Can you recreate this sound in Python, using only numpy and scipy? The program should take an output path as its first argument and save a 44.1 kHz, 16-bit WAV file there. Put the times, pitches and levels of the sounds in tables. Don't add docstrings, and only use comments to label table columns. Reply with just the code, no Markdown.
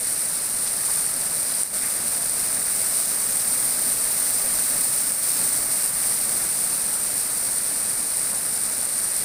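import sys
import numpy as np
from scipy import signal
from scipy.fft import rfft, irfft, next_fast_len
from scipy.io import wavfile
from scipy.ndimage import uniform_filter1d, minimum_filter1d

SR = 44100
rng = np.random.default_rng(int(sys.argv[2]) if len(sys.argv) > 2 else 0)


def generate_wav(signal):
    frames = np.transpose(np.atleast_2d(signal))
    scaled = np.clip(frames, -1, 1) * 32767
    pcm = np.round(scaled).astype(np.int16)
    wavfile.write(sys.argv[1], SR, pcm)


N = 407484

# (frequency [Hz], relative density [dB])
SPRAY_SPECTRUM = [(300, -22), (1000, -9), (2000, -8), (4500, 2), (5600, 3.5), (7500, 0.5), (9000, 1),
                  (10500, 3.5), (12200, 0.6), (13500, 3), (15500, 1.05)]
# (pitch [Hz], relative level [dB])
BUBBLE_SPECTRUM = [(300, -5.5), (600, 3), (1000, -4), (1300, 3.5), (2200, 2), (3200, -2), (5000, 4.5)]
# (time [s], click level [dB])
CLOSE_DROPS = [(1.0644, -13.7), (1.6335, -6.3), (2.2966, -14.7), (3.3697, -14.8), (5.1207, -11.0),
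               (5.8608, -13.8)]
# (time [s], bubble pitch [Hz], level [dB])
GULPS = [(.675, 4950, -31), (.894, 1120, -37), (1.329, 1720, -41), (1.514, 4300, -38), (1.837, 2250, -34),
         (2.496, 1550, -41), (2.678, 1980, -39), (4.45, 600, -36.5), (6.036, 2240, -39)]
# (frequency [Hz], relative density [dB])
CHURN_SPECTRUM = [(20, -7), (45, 0), (62, -7), (85, -5), (130, 0.5), (175, 1.4), (275, 0.9), (370, -5.5),
                  (480, -2.5), (650, -1), (1000, -6), (2200, -5.5), (4000, -49)]
# (centre time [s], length [s], change [dB])
POUR_SURGES = [(.92, 0.72, 1.5), (1.572, 0.24, 0.9), (2.884, .4, 0.6), (5.64, .18, -1.5), (9.24, .25, 1.0)]
# (time [s], tilt [0 = up at the wheel, 1 = down at the foam])
MIC_TILT = [(0, 0), (2.0, .25), (3.0, .68), (4.4, 0.93), (5.4, .9), (6.5, .55), (8.1, 0.039), (9.24, 0)]
# (frequency [Hz], width [Hz], gain [dB])
MIC_BANDS = [(3240, 1760, -7), (6730, 1630, -4.5), (8650, 1230, 9.5), (9150, 960, 10.5)]


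def spray(pour_db, fine_db, sizzle_db, gush_db, splat_db):
    drops = impacts(per_s=16000 * from_db(pour_db) ** 2, spread_db=3.2, max_db=16.5)
    patter = coloured(drops, SPRAY_SPECTRUM)
    fine = signal.sosfiltfilt(signal.butter(3, 13000, "high", fs=SR, output="sos"), patter)
    sizzle = signal.lfilter(*signal.iirpeak(11000, Q=5, fs=SR), patter)
    patter = patter + (from_db(fine_db) - 1) * fine + (from_db(sizzle_db) - 1) * sizzle
    return patter * from_db(gush_db * drift(rate_hz=22) + splat_db * drift(rate_hz=65))


def bubbles(per_s, t60_cycles, clump_db, sizes):
    clicks = impacts(per_s, spread_db=-0.5, max_db=11.5)
    size_class = rng.integers(0, sizes, N)
    out = np.zeros(N)
    for k, hz in enumerate(np.geomspace(300, 5000, sizes)):
        voice = unit_rms(ring(clicks * (size_class == k), hz, t60_cycles / hz))
        level_db = db_at(BUBBLE_SPECTRUM, hz) + clump_db * drift(rate_hz=4.2)
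        out += voice * np.sqrt(hz) * from_db(level_db)
    return unit_rms(out)


def close_drops(hz, t60_s, stray_per_s, stray_db):
    clicks = from_db(stray_db) * (rng.random(N) < stray_per_s / SR)
    for time_s, level_db in CLOSE_DROPS:
        clicks[round(time_s * SR)] = from_db(level_db)
    return ring(clicks, hz, t60_s)


def gulps(spread_s, spread_oct, spread_db, t60_cycles, bubble_count):
    out = np.zeros(N)
    t = np.arange(SR // 8) / SR
    centre_s = t[-1] / 2
    for time_s, hz, level_db in GULPS:
        onset, detune, strength = rng.standard_normal((3, bubble_count, 1))
        pitch_hz = hz * 2 ** (spread_oct * detune)
        cycles = pitch_hz * np.maximum(t - centre_s - spread_s * onset, 0)
        decay = np.exp(-np.log(1000) * cycles / t60_cycles)
        voices = from_db(spread_db * strength) * np.sin(2 * np.pi * cycles) * decay
        burst = unit_rms(voices.sum(axis=0)) * np.sqrt(spread_s / centre_s)
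        start = round((time_s - centre_s) * SR)
        out[start:start + len(t)] += from_db(level_db) * burst
    return out


def churn(level_db, heave_db):
    gain = from_db(level_db + heave_db * drift(rate_hz=5.1))
    return gain * coloured(rng.standard_normal(N), CHURN_SPECTRUM)


def pour_change_db():
    t = np.arange(N) / SR
    return sum(db * np.cos(np.pi * np.clip((t - centre_s) / length_s, -.5, .5)) ** 2
               for centre_s, length_s, db in POUR_SURGES)


def impacts(per_s, spread_db, max_db):
    hits = np.flatnonzero(rng.random(N) < per_s / SR)
    levels_db = np.minimum(spread_db * rng.exponential(1, N)[hits], max_db)
    clicks = np.zeros(N)
    clicks[hits] = from_db(levels_db) * rng.choice([-1, 1], N)[hits]
    return clicks


def ring(clicks, hz, t60_s):
    r = np.exp(-np.log(1000) / (t60_s * SR))
    w = 2 * np.pi * hz / SR
    return signal.lfilter([0, np.sin(w)], [1, -2 * r * np.cos(w), r * r], clicks + 1e-18)


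def drift(rate_hz):
    hop, warmup = 40, 2000
    r = np.exp(-2 * np.pi * rate_hz * hop / SR)
    noise = rng.standard_normal(N // hop + warmup + 2)
    slow = signal.lfilter([1], [1, -2 * r, r * r], noise)[warmup:]
    return np.interp(np.arange(N) / hop, np.arange(len(slow)), unit_rms(slow))


def coloured(x, spectrum):
    size = next_fast_len(N)
    gain = from_db(db_at(spectrum, np.arange(size // 2 + 1) * SR / size))
    return unit_rms(irfft(rfft(x, size) * gain, size)[:N])


def db_at(spectrum, hz):
    points_hz, points_db = np.transpose(spectrum)
    return np.interp(np.log(np.maximum(hz, 1)), np.log(points_hz), points_db)


def from_db(db):
    return 10 ** (np.asarray(db) / 20)


def unit_rms(x):
    return x / np.sqrt(np.mean(x ** 2) + 1e-20)


def limiter(x, ceiling_db, hold_s, attack_s):
    allowed = np.minimum(1, from_db(ceiling_db) / (np.abs(x).max(axis=0) + 1e-9))
    hold, attack = round(hold_s * SR), round(attack_s * SR)
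    held = minimum_filter1d(allowed, hold + attack, origin=(hold - 1) // 2)
    return x * uniform_filter1d(held, attack)


def scene():
    tilt = np.interp(np.arange(N) / SR, *np.transpose(MIC_TILT))
    surge_db = pour_change_db()
    channel = churn(level_db=-41.5 + 1.5 * tilt, heave_db=1.0)
    plunge_db = -39.5 + 2.1 * tilt + 0.6 * surge_db
    plunge = from_db(plunge_db) * bubbles(per_s=7000, t60_cycles=27.5, clump_db=1.57, sizes=48)
    patter = from_db(-29.5) * spray(pour_db=3 * tilt + surge_db, fine_db=0.5 + 4.2 * tilt,
                                    sizzle_db=0.8 - 2.5 * tilt, gush_db=0.58, splat_db=0.4)
    bursts = gulps(spread_s=.008, spread_oct=.18, spread_db=0.99, t60_cycles=16, bubble_count=30)
    ticks = close_drops(hz=9000, t60_s=.0012, stray_per_s=2.0, stray_db=-18.5)
    water = patter + plunge + ticks + bursts + channel
    return np.array([water, water])


def record(dry):
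    for hz, width_hz, gain_db in MIC_BANDS:
        band = signal.lfilter(*signal.iirpeak(hz, Q=hz / width_hz, fs=SR), dry)
        dry = dry + (from_db(gain_db) - 1) * band
    limited = limiter(dry, ceiling_db=-6.2, hold_s=.092, attack_s=.014)
    cutoff_hz = 15550
    return signal.sosfilt(signal.ellip(14, .1, 80, cutoff_hz, fs=SR, output="sos"), limited)


dry = scene()
out = record(dry)
generate_wav(out)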